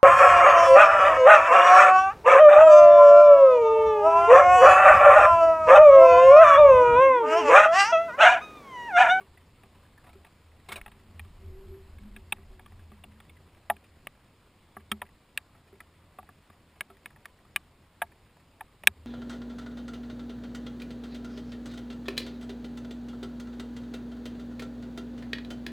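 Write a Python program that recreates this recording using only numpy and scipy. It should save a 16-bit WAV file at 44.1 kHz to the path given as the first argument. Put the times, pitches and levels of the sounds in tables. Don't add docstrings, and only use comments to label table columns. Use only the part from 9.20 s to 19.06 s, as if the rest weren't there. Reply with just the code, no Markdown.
import sys
import numpy as np
from scipy import signal
from scipy.fft import rfft, irfft
from scipy.io import wavfile
from scipy.ndimage import uniform_filter1d

SR = 44100
rng = np.random.default_rng(int(sys.argv[2]) if len(sys.argv) > 2 else 0)


def store_pcm(level_fs):
    pcm = np.round(np.clip(level_fs, -1, 1) * 32767).astype(np.int16)
    wavfile.write(sys.argv[1], SR, np.atleast_2d(pcm).T)


N = 434826

# (frequency [Hz], relative density [dB per Hz])
RAIN_SPECTRUM = [(8.8, -26), (15, -12), (80, 2), (166, -5), (218, -6), (429, -11), (888, -15), (981, -12.5),
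                 (1540, -19), (2190, -18.5), (4750, -24.5), (5380, -26.5), (5950, -33.5), (7740, -63.5),
                 (13100, -120)]
# (time [s], level [dB])
RAIN_LEVEL = [(0.0, -59.5), (1.3, -60), (2.4, -58.5), (3.3, -59.5), (5.3, -60.5), (9.86, -60.5)]
# (time [s], rumble level [dB], mount rocking level [dB])
THUNDER_LEVELS = [(0.0, -75, -59.5), (0.58, -66, -64.5), (1.4, -72, -61.5), (1.62, -51, -51.5),
                  (1.73, -64, -65), (2.03, -57, -48.5), (2.17, -54, -70), (2.25, -59, -51),
                  (2.39, -47, -52), (2.44, -50, -55), (2.5, -44, -44), (2.58, -58, -52), (2.69, -52, -55),
                  (2.77, -52, -45.5), (2.94, -50, -59), (3.02, -54, -44), (3.07, -73, -44),
                  (3.13, -58, -57), (3.21, -64, -45), (3.32, -52, -64), (3.38, -66, -54.5),
                  (3.54, -52.5, -49.5), (3.76, -64, -55), (5.49, -76.5, -70), (5.63, -78, -56),
                  (6.12, -77, -75), (6.26, -86, -68), (9.61, -69, -73), (9.69, -71.5, -48.5),
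                  (9.86, -83.5, -55)]
# (frequency [Hz], width of each smoothing [Hz])
THUNDER_MODES = [(28, 36), (81, 14)]
# (time [s], mount hum level [dB], panel hum level [dB])
HUM_LEVELS = [(1.75, -68, -72), (2.02, -64.5, -72), (2.18, -75, -82), (2.23, -59.5, -66), (2.4, -69, -55),
              (2.54, -65, -48.5), (2.73, -68.5, -72), (2.86, -51, -72.5), (3.2, -71.5, -66),
              (3.26, -60, -94), (3.32, -73, -67), (3.7, -66, -75), (4.35, -74, -83)]
# (frequency [Hz], width of each smoothing [Hz])
HUM_MODES = [(211, 27), (381, 18)]
# (frequency [Hz], level relative to its part's other modes [dB], t60 before the ring share [s])
CASE_MODES = [(81, -8, .4), (211, 0, .2), (300, -10, .06), (390, -3, .16), (600, -6, .045), (695, -2, .05),
              (745, -2, .05), (830, -1, .045), (890, -2, .045), (980, -4, .045), (1165, 0, .045),
              (1305, -1, .04), (1420, -3, .03), (1660, 0, .026), (1760, -3, .022), (1870, 0, .018),
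              (1980, -3, .022), (2210, -3, .028), (2420, 0, .022), (2600, 0, .016), (2740, -4, .02),
              (2960, -8, .028), (3230, -3, .02), (3480, 0, .013), (3800, -9, .036), (4320, -4, .015),
              (4850, 0, .012), (5500, 0, .011)]
PART_BORDERS_HZ = [450, 1050, 1550, 2100, 3000, 4050]
# (time [s], blow level [dB], spot, mount level on the blow [dB],
# hardness [dB per octave], ring time [share of t60], three favoured modes [Hz])
DROP_EVENTS = [(0.004, -42, "spray", -9, -4, 1, 394, 1120, 2270),
               (0.433, -45, "front", -8, -2.5, 1.1, 724, 1160, 2530),
               (0.549, -50, "spray", -4, -4, .95, 643, 990, 1710),
               (0.628, -52, "spray", -22, -5.5, .83, 790, 970, 1770),
               (0.838, -48.5, "spray", -17, -3.5, 1.6, 746, 1150, 1670),
               (0.863, -45, "spray", -24, -4, 1.7, 651, 1015, 1760),
               (0.889, -43.5, "spray", -28.5, -3, 1.1, 649, 1040, 2130),
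               (0.929, -45.5, "spray", -11, -1.5, .68, 700, 1280, 2460),
               (0.953, -52.5, "side", 3, .2, 0.64, 390, 622, 991),
               (1.046, -40, "top", -19, 5, 1.5, 695, 894, 2100),
               (1.064, -47, "spray", -12, -4, 0.53, 674, 1160, 2430),
               (1.486, -27, "spray", -19, .2, 0.79, 746, 399, 2280),
               (1.504, -35, "spray", -19, -3.5, .95, 786, 1160, 1960),
               (1.518, -20.5, "spray", -26, 1, 0.94, 1480, 2010, 2210),
               (1.538, -35.5, "spray", -14, -2, 0.75, 657, 1080, 1910),
               (1.557, -25, "spray", -36, -0.5, 0.53, 674, 2420, 3810),
               (1.573, -36, "spray", -25, -4, 1.05, 649, 1100, 2220),
               (1.614, -32, "face", -26, -2.5, 0.62, 1450, 1860, 2150),
               (1.66, -32.5, "top", -22, 3, 1.1, 830, 1300, 2600),
               (1.678, -39, "top", -20, 2.5, 0.82, 641, 1160, 2760),
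               (1.716, -43.5, "front", -13, 0, 1, 980, 2580, 3730),
               (1.994, -30.5, "front", -27, 1.5, 0.69, 800, 1870, 2360),
               (2.047, -47, "side", -6, 5, .97, 223, 1120, 1730),
               (2.783, -46, "front", -19, 2, 1.1, 603, 1680, 2210),
               (2.962, -35, "front", -14, 3.5, 1.14, 730, 1670, 2510),
               (3.122, -17, "corner", -29, 0.5, 0.56, 830, 900, 2576),
               (3.183, -50.5, "back", -3, 3, .84, 705, 1130, 1700),
               (3.393, -39, "top", -29, 2.5, 1.3, 770, 1700, 2260),
               (3.459, -38.5, "side", -17, 5, .9, 1170, 1750, 3200),
               (3.519, -49.5, "top", -4, 1.5, 0.83, 751, 1940, 2570),
               (3.593, -52.5, "lid", -12, 0, .83, 1210, 1690, 2620),
               (3.716, -44, "side", -5, .8, 0.68, 600, 1170, 2230),
               (3.837, -39, "corner", -21, -2.5, 0.7, 1170, 2750, 3480),
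               (4.001, -40, "rim", -19, -2, 0.69, 830, 1810, 3380),
               (4.093, -49, "corner", -22, 3, 1.1, 2100, 2250, 3420),
               (4.498, -12, "top", -30.5, 0, 1.08, 716, 830, 1813),
               (4.565, -44, "front", -10.5, 4, 0.59, 1630, 2420, 4850),
               (4.64, -49, "spray", -20, 1, 0.97, 1980, 2420, 2600),
               (4.870, -23, "face", -27.5, -5.5, 0.55, 590, 1150, 1880),
               (5.567, -33, "back", -12, -1.2, 0.95, 766, 1150, 1710),
               (5.715, -15, "rim", -18.5, 0.5, 0.86, 217.4, 1330, 3270),
               (5.816, -22, "top", -27.5, 2.2, 1.13, 618, 982, 1820),
               (5.889, -53.5, "lid", -16, -2, 0.76, 1165, 1980, 2600),
               (6.175, -14.5, "face", -53, 2.5, 0.9, 2520, 2750, 4320),
               (6.348, -49, "side", -21, 0, 0.76, 725, 1270, 1710),
               (6.526, -54.5, "side", 4.5, 2.5, 0.69, 390, 735, 1230),
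               (6.603, -36, "lid", -24, 0, 1.07, 1300, 2020, 2360),
               (6.985, -33, "side", -17.5, -2.2, 0.85, 735, 1170, 2600),
               (7.027, -47, "top", -28, -1, 1.1, 743, 840, 2550),
               (7.089, -41, "back", -15, 2, 1, 725, 1150, 1720),
               (7.299, -43.5, "side", -10, -1, 0.46, 450, 1150, 1710),
               (7.608, -18, "face", -33, -2, 0.8, 600, 1705, 2160),
               (7.699, -41.5, "side", -13, 0.5, 1.6, 390, 695, 1270),
               (7.768, -54, "lid", -20, 2, .9, 1165, 1870, 2420),
               (7.858, -26.5, "face", -28, -2.1, 0.9, 1000, 1725, 2290),
               (7.903, -49, "lid", -16, -3, 1.5, 643, 1000, 3360),
               (7.96, -48.5, "lid", -12, -3, 1.3, 884, 1810, 2590),
               (8.055, -31, "lid", -33, 2.2, 0.55, 1200, 1740, 2220),
               (8.248, -50, "side", -12, 0, .9, 1160, 1290, 1820),
               (8.3609, -10.5, "face", -42, 0.4, 0.92, 1200, 2430, 2960),
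               (8.817, -14.5, "top", -38, 1.8, 1.1, 686, 890, 1703),
               (9.167, -52.5, "top", -19, -1.5, .9, 592, 980, 2060),
               (9.407, -27.5, "top", -30, 0.8, 0.84, 758, 887, 1786),
               (9.636, -28, "face", -25.5, -6, 0.8, 610, 1900, 5500),
               (9.6724, 4, "face", -42, 2.3, 0.58, 1660, 2454, 2553)]
LANDING_SPOTS = {"top": (-8, -16.5, -12, -17.5, -24, -48, -30, 2.5, 0.77),
                 "side": (-12.5, -9.5, -19, -20, -23, -39, -28, 3, 1.13),
                 "front": (-16.5, -19, -12, -11, -19.5, -40, -42, 1, 1.65),
                 "lid": (-15.5, -13, -6, -15.5, -19, -23.5, -28, 0.9, 1.5),
                 "corner": (-15, -19, -17, -5.5, -11.5, -41, -34, 3.5, 1.5),
                 "back": (-10.5, -8, -11, -23, -39, -40, -21, 1, 0.5),
                 "rim": (-22.5, -14, -14, -13.5, -11.5, -26, -31, 1.7, 1.66),
                 "face": (-26.5, -22, -13, -8.5, -18, -25.5, -27.5, -0.23, 0.3),
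                 "spray": (-15, -13.5, -12.5, -10.5, -14.5, -26, -16, 0.5, 8.5)}
# (frequency [Hz], relative density [dB per Hz])
HISS_SPECTRUM = [(35, -40.5), (60, -23.5), (195, -7), (1710, -2.5), (4410, -3), (5950, -10.5), (8620, -8),
                 (10100, -31), (15000, -32)]

ROLL_DB, ROLLS_PER_S = 3, 7.0
COMPACT = .5
CREST_DB, FAVOUR_DB = 12, 2
THUMP_MS = 0.4
ROCK_HZ, ROCK_RISE_S, ROCK_T60_S = 80.8, .03, 0.75
ROCK_DB, ROCK_SHARE = -37, 0.5
FINE_PER_S, FINE_DB = 7.4, -67
HISS_DB = -79.5
HOLD_HZ, OVERLOAD = 12000, .82
DULL_HZ, EDGE_HZ = 15450, 16500


def gain_of(db):
    return 10 ** (np.asarray(db) / 20)


def evened(x):
    return x / np.sqrt(np.mean(x ** 2) + 1e-20)


def rain():
    frames, hz = N // 256 + 5, np.fft.rfftfreq(1024, 1 / SR)
    real, imaginary, patches = rng.standard_normal((frames, 513, 3)).T
    patches = uniform_filter1d(patches, 14, 0)
    patches = evened(uniform_filter1d(patches, 10, 1))
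    flicker = rng.standard_normal(frames)
    f, db = np.transpose(RAIN_SPECTRUM)
    colour_db = np.interp(np.log(hz + 1), np.log(f + 1), db, right=-100)
    spectra = (real + 1j * imaginary) * gain_of(colour_db[:, None] + 1.1 * patches + .7 * flicker)
    noise = signal.istft(spectra, nperseg=1024, noverlap=768)[1][:N]
    level_db = np.interp(np.arange(N) / SR, *np.transpose(RAIN_LEVEL))
    return gain_of(level_db) * evened(noise)


def resonate(x, hz, width):
    turn = np.exp(2j * np.pi * hz * np.arange(len(x)) / SR)
    r = np.exp(-np.pi * width / SR)
    return 2 * (turn * signal.lfilter([1 - r], [1, -r], x / turn)).real


def shaken(curves, modes):
    s, *levels = np.transpose(curves)
    out, t = np.zeros(N), np.arange(N) / SR
    for (hz, width), db in zip(modes, levels):
        hum = resonate(resonate(rng.standard_normal(N), hz, width), hz, width)
        swing = np.sqrt(uniform_filter1d(hum ** 2, round(2 * SR / hz)) + 1e-12)
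        damped = evened(hum / swing ** 0.4)
        rolls = np.interp(t * ROLLS_PER_S, np.arange(200), rng.standard_normal(200))
        roll = evened(gain_of(ROLL_DB * rolls))
        out += gain_of(np.interp(t, s, db, left=-100, right=-100)) * roll * damped
    return out


def thunder():
    return shaken(THUNDER_LEVELS, THUNDER_MODES) + shaken(HUM_LEVELS, HUM_MODES)


def add(mix, s, sound):
    part = mix[round(s * SR):][:len(sound)]
    part += sound[:len(part)]


def loudest(x):
    return np.sqrt(2 * uniform_filter1d(x ** 2, SR // 200).max())


def drop_push(hz, spread_ms):
    t = np.arange(SR // 16) / SR
    u = t / (spread_ms / 1000)
    swell = (1 - np.exp(-6.0 * u)) * np.exp(-u)
    blow = np.cos(2 * np.pi * (hz * t + rng.random(hz.shape)))
    return swell * (rng.standard_normal(len(u)) + COMPACT / spread_ms ** 1.5 * blow)


def tap(blow_db, mount_db, hard_db, ring_share, favoured_hz, *spot):
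    *panels_db, thump_db, rise_ms, spread_ms = spot
    rise_ms, spread_ms = max(rise_ms, .05), max(spread_ms, .05)
    parts_db = [mount_db, *(panels_db + hard_db * np.log2(np.divide(PART_BORDERS_HZ, 1550)))]
    t = np.arange(SR // 5) / SR
    hz, mode_db, t60 = np.transpose(CASE_MODES)[:, :, None]

    rise_s = rise_ms / 1000 * (2000 / hz) ** 0.17
    rise = np.sin(np.pi / 2 * np.minimum(t / rise_s, 1)) ** 2
    decay = gain_of(-60 * t / (t60 * max(ring_share, .2)))
    ringing = rise * decay * np.sin(2 * np.pi * hz * t)
    rings = signal.fftconvolve(ringing, drop_push(hz, spread_ms), axes=1)[:, :len(t)]
    rings /= abs(rings).max(axis=1, keepdims=True)

    crest = np.max([np.exp(-(np.log(hz / f) / .045) ** 2) for f in favoured_hz], axis=0)
    rings *= gain_of(mode_db + CREST_DB * crest)
    part_of_mode = np.searchsorted(PART_BORDERS_HZ, hz[:, 0])

    shove = t / (THUMP_MS / 1000)
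    sound = gain_of(thump_db) * np.e * shove * (1 - shove / 2) * np.exp(-shove)
    for k, part_db in enumerate(parts_db):
        members = part_of_mode == k
        ring = rings[members].sum(axis=0)
        lift_db = FAVOUR_DB * crest[members].max()
        sound += gain_of(part_db + lift_db) * ring / loudest(ring)
    return gain_of(blow_db) * sound


def rocking(shove_db):
    t = np.arange(SR // 2) / SR
    decay = gain_of(ROCK_DB + ROCK_SHARE * shove_db - 60 * t / ROCK_T60_S)
    return decay * (1 - np.exp(-t / ROCK_RISE_S)) * np.sin(2 * np.pi * ROCK_HZ * t)


def small_drops():
    out = np.zeros(N)
    mean_parts_db = np.array([-37.5, -12.0, -11.5, -4.5, -11, -17.0, -27.0])
    for when, softness, spot in rng.random((int(FINE_PER_S * N / SR), 3)):
        mount_db, *panels_db = mean_parts_db + 4.0 * rng.standard_normal(len(mean_parts_db))
        favoured_hz = np.array([600, 900, 1610, 2185]) * (1 + spot / 3)
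        blow_db = FINE_DB - 3.8 * np.log(softness + 0.025)
        add(out, when * N / SR, tap(blow_db, mount_db, 0, 1, favoured_hz, *panels_db, -26, 3.6, 2.7))
    return out


def drops():
    out = np.zeros(N)
    for s, blow_db, spot, mount_db, hard_db, ring_share, *favoured_hz in DROP_EVENTS:
        landing = LANDING_SPOTS[spot]
        add(out, s, tap(blow_db, mount_db, hard_db, ring_share, favoured_hz, *landing))
        add(out, s, rocking(blow_db + landing[-3]))
    return out + small_drops()


def channel_hiss():
    hz = np.fft.rfftfreq(N, 1 / SR)
    f, db = np.transpose(HISS_SPECTRUM)
    colour = gain_of(np.interp(np.log(hz + 1), np.log(f + 1), db))
    hiss = irfft(rfft(rng.standard_normal(N)) * colour, N)
    return gain_of(HISS_DB) * evened(hiss) * np.array([[1], [-1]])


def scene():
    return np.tile(rain() + thunder() + drops(), (2, 1))


def record(dry):
    slow = signal.resample_poly(dry, HOLD_HZ, SR, axis=1)
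    slow = np.clip(slow, -OVERLOAD, OVERLOAD)
    stepped = np.repeat(slow, 4, axis=1)
    held = signal.resample_poly(stepped, SR, 4 * HOLD_HZ, axis=1)[:, :N] + channel_hiss()
    gentle = signal.firwin(121, DULL_HZ, window=("kaiser", 1.5), fs=SR)
    steep = signal.firwin(511, EDGE_HZ, window=("kaiser", 9), fs=SR)
    dull = signal.oaconvolve(held, gentle[None], "same")
    return signal.oaconvolve(dull, steep[None], "same")


dry = scene()
out = record(dry)
store_pcm(out)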